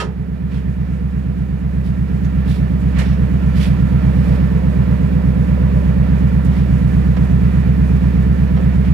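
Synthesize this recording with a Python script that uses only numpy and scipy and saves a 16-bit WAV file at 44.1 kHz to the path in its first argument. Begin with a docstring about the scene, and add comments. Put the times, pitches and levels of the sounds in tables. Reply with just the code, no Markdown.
"""A bang dies away inside the small cabin of a boat under way, door open to the deck.
After the bang all the steady sound, engine and hiss alike, swells and levels off.
The unequal firings of an eight-cylinder diesel throb through the hull, and its drone and injector
clatter ring in the panels. The wake hisses outside and a few waves wash along the hull.
Close by, cloth and soles rub in short scuffs, and light knocks set a door panel ringing."""
import sys
import numpy as np
from scipy import signal
from scipy.fft import rfft, irfft, next_fast_len
from scipy.io import wavfile
from scipy.ndimage import uniform_filter1d, minimum_filter1d

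SR = 44100
rng = np.random.default_rng(int(sys.argv[2]) if len(sys.argv) > 2 else 0)


def bounce(signal):
    """Save signal as a 16-bit WAV file at the path given by the first command-line argument."""
    frames = np.transpose(np.atleast_2d(signal))
    limited = np.clip(frames, -1, 1)
    pcm = np.round(limited * 32767).astype(np.int16)
    wavfile.write(sys.argv[1], SR, pcm)


N = 393813
T = np.arange(N) / SR


def from_db(db):
    """Decibels to gain."""
    return 10 ** (np.asarray(db) / 20)


def unit_rms(x):
    """Scale to rms 1."""
    return x / np.sqrt(np.mean(x ** 2) + 1e-20)


def in_time(rows):
    """Each column of a time curve at every sample."""
    times, *columns = np.transpose(rows)
    return [np.interp(T, times, column) for column in columns]


def at_hz(points, hz):
    """Read a curve on a log-frequency axis."""
    freqs, values = np.transpose(points)
    return np.interp(np.log(hz), np.log(freqs), values)


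def drift(rate_hz):
    """Smooth random wander, rms about 1."""
    hop, settle = 100, 1000
    pole = np.exp(-2 * np.pi * rate_hz * hop / SR)
    noise = rng.standard_normal(N // hop + settle + 2)
    slow = signal.lfilter([1], [1, -2 * pole, pole * pole], noise)[settle:]
    return np.interp(np.arange(N) / hop, np.arange(len(slow)), unit_rms(slow))


def add(out, sound, start_s):
    """Mix a sound in from start_s."""
    at = max(0, round(start_s * SR))
    out[:, at:at + sound.shape[1]] += sound[:, :N - at]


def stereo(mid, side, likeness):
    """Left and right from two noises; likeness 1 makes them equal."""
    return np.sqrt(1 + likeness) * mid + np.sqrt(1 - likeness) * side * [[1], [-1]]


def burst(spectrum, tilt_db, likeness, pan_db, ring_hz=1, lift_db=0, size=32768):
    """Short tilted noise with an optional resonance, diffused by the cabin walls; rms 1."""
    hz = np.maximum(np.arange(size // 2 + 1) * SR / size, 100)
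    resonance_db = lift_db / (1 + (14 * (hz / ring_hz - 1)) ** 2)
    colour = from_db(at_hz(spectrum, hz) + tilt_db * np.log2(hz) + resonance_db)
    mid, side = irfft(rfft(rng.standard_normal((2, size))) * colour)
    return unit_rms(stereo(mid, side, likeness) * from_db([[pan_db / 2], [-pan_db / 2]]))


# Door panel modes. Each row: frequency in Hz, level in dB, T60 in seconds.
DOOR_MODES = [(374, -9, 0.62), (432, -5.5, 0.47), (550, -23, 0.18), (823, -13, 0.27), (950, -3, 0.21),
              (1264, 4, 0.16), (1745, -3, 0.19), (2720, -5, 0.12), (3180, -4.5, 0.13), (5510, -13, .15)]


def door_ring(t):
    """A struck door panel rings in decaying modes, phased slightly apart at the two ears."""
    ring = 0
    for hz, db, t60 in DOOR_MODES:
        phase = rng.uniform(0, 2 * np.pi) + rng.normal(0, 0.35, (2, 1))
        ring += from_db(db - 60 * t / t60) * np.sin(2 * np.pi * hz * t + phase)
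    return ring


# Impact noise. Each row: frequency in Hz, relative density in dB.
KNOCK_SPECTRUM = [(150, -33), (400, 8.5), (900, 7.5), (1800, 5.5), (3000, -0.5), (6000, -10.5),
                  (10000, -21), (16000, -46)]
# Blows. Each row: start in seconds, level in dB, T60 in seconds, tilt in dB/octave, relative ring in dB.
KNOCK_EVENTS = [(0.0, -21.5, .17, 2, -1.5), (2.465, -37, 0.092, -7, -14), (2.985, -31.5, 0.19, 8, -23),
                (6.445, -41, .085, 14, -30), (7.165, -24, 0.08, -2.5, -18), (8.566, -28, .19, -4.5, -13)]


def knocks(contact_s=0.0021, thud_lag_s=0.018, thud_db=-2, thud_tilt_db=-9.5, thud_stretch=1.94):
    """Each blow clacks and rings the door; the wall answers with a duller, longer thud."""
    out = np.zeros((2, N))
    for start, db, t60, tilt_db, ring_db in KNOCK_EVENTS:
        clack = burst(KNOCK_SPECTRUM, tilt_db, likeness=0.13, pan_db=-11.5)
        thud = burst(KNOCK_SPECTRUM, tilt_db + thud_tilt_db, likeness=0.13, pan_db=-11.5)
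        t = T[:clack.shape[1]]
        attack = from_db(db) * (1 - np.exp(-t / contact_s))
        clack *= from_db(-60 * t / t60)
        thud *= from_db(thud_db - 60 * t / (t60 * thud_stretch))
        add(out, attack * (clack + door_ring(t) * from_db(ring_db)), start)
        add(out, attack * thud, start + thud_lag_s)
    return out


# Ear balance. Each row: frequency in Hz, left minus right in dB.
EAR_BALANCE = [(66, -1.5), (107, -3), (132, -3.6), (180, -2.5), (207, -8.5), (260, -7.5), (320, -6.5),
               (500, -15), (770, -9.5), (1200, -10.5), (1900, -10.5), (3500, -5.5), (6400, -8.5),
               (15000, -7.5)]
# Ear phase. Each row: frequency in Hz, left lead in radians.
EAR_PHASE = [(66, -0.44), (110, -0.59), (165, -0.95), (260, -1.51), (450, -1.92), (800, -1.14),
             (1400, 0.84), (2500, 0.94), (3500, 0.6), (7000, 1.0), (10000, 0.73), (15000, 0.33)]


def two_ears(hz):
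    """Complex left and right gains for sound from the engine's side; mean power 1."""
    half = from_db(at_hz(EAR_BALANCE, hz) / 2) * np.exp(.5j * at_hz(EAR_PHASE, hz))
    pair = np.array([half, 1 / half])
    return pair / np.sqrt(np.mean(abs(pair) ** 2, axis=0))


# Engine speed; each cylinder fires once a cycle. Each row: time in seconds, cycle rate in Hz.
CYCLE_RATE = [(0, 8.269), (1, 8.264), (2.3, 8.272), (3.9, 8.277), (5, 8.274), (6.4, 8.265), (8.93, 8.270)]
# Cylinder strengths in dB, in firing order; they set the phases of the orders.
FIRING_DB = [-8.4, -2.8, -1.1, -1.6, -5.7, -4.4, -2.1, -4.0]
# Orders passed by hull and cabin. Each row: multiple of the cycle rate, base level in dB.
ENGINE_ORDERS = [(3, -49), (4, -46), (5, -45), (6, -40), (7, -33.4), (8, -15.9), (9, -35), (10, -39),
                 (11, -50), (12, -43), (13, -31.6), (14, -39), (15, -25.6), (16, -23.2), (17, -30.5),
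                 (18, -31.3), (19, -26.6), (20, -21.2), (21, -32.5), (22, -26.2), (23, -24), (24, -28.4),
                 (25, -27.1), (26, -42), (29, -44), (30, -34.3), (31, -38.5), (32, -38), (33, -42),
                 (34, -48), (36, -41.4), (37, -45), (38, -51), (40, -49), (41, -52), (44, -50), (48, -53),
                 (53, -47.5), (59, -50), (60, -51), (64, -51), (84, -56)]
# Hull modes. Each row: frequency in Hz, width in Hz.
HULL_RESONANCES = [(123.7, 38.6), (156.1, 3.1), (194.1, 7.6)]


def exhaust(cycles, boom_db, steady_db, waver_db=0.75, travel_turns=.1145, bending_turns=1.425):
    """Unequal firings make orders of the cycle rate; hull delay and ringing smear them into a throb."""
    firing = np.fft.fft(from_db(FIRING_DB))
    boom, steady = from_db(boom_db), from_db(steady_db)
    out = np.zeros((2, N))
    for order, db in ENGINE_ORDERS:
        hz = order * CYCLE_RATE[0][1]
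        lag_turns = travel_turns * order + bending_turns * np.sqrt(order)
        mode_phase = sum(2 * np.arctan2(mode_hz - hz, width / 2) for mode_hz, width in HULL_RESONANCES)
        firing_phase = np.angle(firing[order % len(firing)])
        phase = 2 * np.pi * (order * cycles - lag_turns) + mode_phase + firing_phase
        level = np.sqrt(2) * from_db(db + waver_db * drift(4.0)) * (boom if order <= 10 else steady)
        for ear, gain in enumerate(two_ears(hz)):
            out[ear] -= abs(gain) * level * np.cos(phase + np.angle(gain))
    return out


# Panel resonances. Each row: frequency in Hz, width in Hz, lift in dB.
PANEL_MODES = [(442.3, 6.1, 9), (507, 23, -1), (521.5, 7.1, -6), (890, 31, 5.5), (988, 59, 7.5),
               (1230, 120, 3.5), (1360, 10.7, 10), (1758, 20, 7.5), (1860, 48, 2), (2125, 78, -4.5),
               (2372, 36, 6), (3150, 48, -4.5), (4550, 97, 4), (5190, 60, 4.5)]
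# Likeness of the two ears. Each row: frequency in Hz, coherence from 0 to 1.
EAR_LIKENESS = [(60, 0.92), (200, 0.99), (300, 0.73), (500, 0.25), (800, 0.25), (1300, 0.44), (2000, 0.66),
                (4000, 0.24), (8000, 0.44), (15000, 0.7)]


def noise_loop(spectrum, size):
    """Seamless stereo noise, coloured by a spectrum and the panel resonances; rms 1."""
    hz = np.maximum(np.arange(size // 2 + 1) * SR / size, 1)
    mid, side = rfft(rng.standard_normal((2, size)))
    field = stereo(mid, side, at_hz(EAR_LIKENESS, hz)) * two_ears(hz)
    lift_db = sum(db / (1 + (2 * (hz - centre) / width) ** 2) for centre, width, db in PANEL_MODES)
    return unit_rms(irfft(field * from_db(at_hz(spectrum, hz) + lift_db), size))


def cabin_noise(spectrum):
    """Steady noise filling the cabin."""
    return noise_loop(spectrum, next_fast_len(N, True))[:, :N]


def engine_noise(spectrum, cycles, repeat_share):
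    """Noise of which a share repeats every engine cycle, and so hums."""
    size = 2 * round(SR / CYCLE_RATE[0][1] / 2)
    one_cycle = noise_loop(spectrum, size)
    looped = np.array([np.interp(cycles, np.arange(size) / size, ear, period=1) for ear in one_cycle])
    return np.sqrt(repeat_share) * looped + np.sqrt(1 - repeat_share) * cabin_noise(spectrum)


# Hull, panel and injector noise. Each row: frequency in Hz, relative density in dB.
RUMBLE_SPECTRUM = [(15, -23), (35, 5), (62, -1.5), (88, -35), (120, 22.5), (165, 12), (205, 7), (235, 9.5),
                   (300, 6.5), (420, -36.5)]
DRONE_SPECTRUM = [(200, -8), (300, -14), (345, -1.5), (400, 4), (450, -0.5), (490, 1.5), (560, -4.5),
                  (720, -10), (1000, -46)]
CLATTER_SPECTRUM = [(450, 2.5), (750, 2), (1000, -3.5), (1500, 0), (1900, 0.5), (2500, -5), (3100, -10.5),
                    (4200, -16.5), (6000, -25), (10000, -41)]


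def machinery(cycles, steady_db, rumble_db=-27, drone_db=-35.5, clatter_db=-36.5, flutter_db=0.57):
    """The hull rumbles, panels drone and injectors clatter."""
    rumble = from_db(rumble_db + steady_db) * cabin_noise(RUMBLE_SPECTRUM)
    drone = from_db(drone_db + 0.86 * steady_db) * engine_noise(DRONE_SPECTRUM, cycles, repeat_share=.18)
    clatter_gain = from_db(clatter_db + 1.06 * steady_db + flutter_db * drift(7.8))
    clatter = clatter_gain * engine_noise(CLATTER_SPECTRUM, cycles, repeat_share=.24)
    return rumble + drone + clatter


# Wake and wave noise. Each row: frequency in Hz, relative density in dB.
HISS_SPECTRUM = [(2500, 14.5), (4500, 2.5), (6500, 6.5), (8500, 4), (11000, 1), (15500, -15)]
WASH_SPECTRUM = [(330, -33), (455, -5), (497, 12.5), (560, 6.5), (610, 7.5), (680, -14.5), (820, -9),
                 (1150, -7), (2500, -75)]
# Waves meeting the hull. Each row: crest time in seconds, level in dB.
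WAVE_CRESTS = [(3.0, -42), (4.35, -35), (5.65, -35.5), (8.7, -45)]


def water(steady_db, hiss_db=-52, surge_db=2.3, rise_s=0.53, drain_s=1.56):
    """The wake hisses astern; each wave washes along the hull and drains away."""
    hiss_gain = from_db(hiss_db + .9 * steady_db + surge_db * drift(8.2))
    wash_power = 0
    for crest, db in WAVE_CRESTS:
        swell = np.exp(-np.maximum((crest - T) / rise_s, (T - crest) / drain_s))
        wash_power += (from_db(db) * swell) ** 2
    return np.sqrt(wash_power) * cabin_noise(WASH_SPECTRUM) + hiss_gain * cabin_noise(HISS_SPECTRUM)


# Rubbing noise. Each row: frequency in Hz, relative density in dB.
SCUFF_SPECTRUM = [(600, -5.5), (1200, 0), (1900, 5), (2600, 5), (3800, -0.5), (5200, -3.5), (6300, -10),
                  (7500, -11.5), (11000, -11.5), (16000, -27)]
# Scuffs. Each row: peak time in seconds, level in dB, rise and fall in seconds, tilt in dB/octave,
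# resonance in Hz, its lift in dB.
SCUFF_EVENTS = [(0.555, -43.5, 0.049, .06, -3, 2300, -1), (1.865, -47.5, 0.029, 0.037, 1, 4700, 3),
                (2.25, -48, 0.013, .026, 1, 6600, 14), (2.515, -40, 0.043, 0.074, 2, 3680, 6),
                (2.992, -26.5, .032, 0.054, -5, 1860, 3), (3.07, -40, 0.072, 0.1, -3, 5630, 7),
                (3.6, -36, 0.049, 0.089, 0.5, 4800, 2), (3.645, -34.5, 0.044, 0.04, 0.7, 3420, 5),
                (4.32, -47, 0.19, 0.13, 0.5, 4650, 0), (6.57, -41, 0.064, .08, -2, 2000, 7),
                (8.86, -39, 0.048, .045, -4.5, 4650, -2)]


def scuffs(grain_db=2, lead_s=.35, trail_db=-12, trail_s=0.16):
    """Stiff cloth and soles rub: grainy noise that swells, fades and trails off."""
    out = np.zeros((2, N))
    for peak, db, rise, fall, tilt_db, ring_hz, lift_db in SCUFF_EVENTS:
        rub = burst(SCUFF_SPECTRUM, tilt_db, likeness=0.27, pan_db=-6.5, ring_hz=ring_hz, lift_db=lift_db)
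        t = T[:rub.shape[1]] - lead_s
        swell = np.exp(-(t / np.where(t < 0, rise, fall)) ** 2)
        trail = from_db(trail_db) * np.exp(-np.abs(t) / np.where(t < 0, rise, trail_s))
        grainy_gain = from_db(db + grain_db * drift(120)[:len(t)])
        add(out, rub * np.maximum(swell, trail) * grainy_gain, peak - lead_s)
    return out


# Level of the steady sound. Each row: time in seconds, gain of the deep boom in dB, of the rest in dB.
STEADY_LEVEL = [(0.05, -10.9, -9.5), (0.55, -6, -6), (1.6, -5, -5.5), (2.4, -1.6, -2), (4.35, -0.0, 1.4),
                (4.55, -2.6, 0.15), (5.8, 0.2, 0.5), (7.5, 1, 0.92), (8.93, 1, 0.6)]


def scene():
    """The steady sound swells, dips briefly and levels off; scuffs and knocks fall on top."""
    cycles = np.cumsum(in_time(CYCLE_RATE)[0]) / SR
    boom_db, steady_db = in_time(STEADY_LEVEL)
    engine = exhaust(cycles, boom_db, steady_db) + machinery(cycles, steady_db)
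    return engine + water(steady_db) + scuffs() + knocks()


def record(dry, ceiling=.98, cutoff_hz=15650):
    """A limiter ducks both channels around peaks over the ceiling; a steep low-pass cuts the top."""
    window = SR // 100
    max_gain = np.minimum(1, ceiling / (np.abs(dry).max(axis=0) + 1e-9))
    gain = uniform_filter1d(minimum_filter1d(max_gain, size=window), size=window)
    lowpass = signal.ellip(12, .1, 80, cutoff_hz, fs=SR, output="sos")
    return signal.sosfilt(lowpass, dry * gain)


dry = scene()
out = record(dry)
bounce(out)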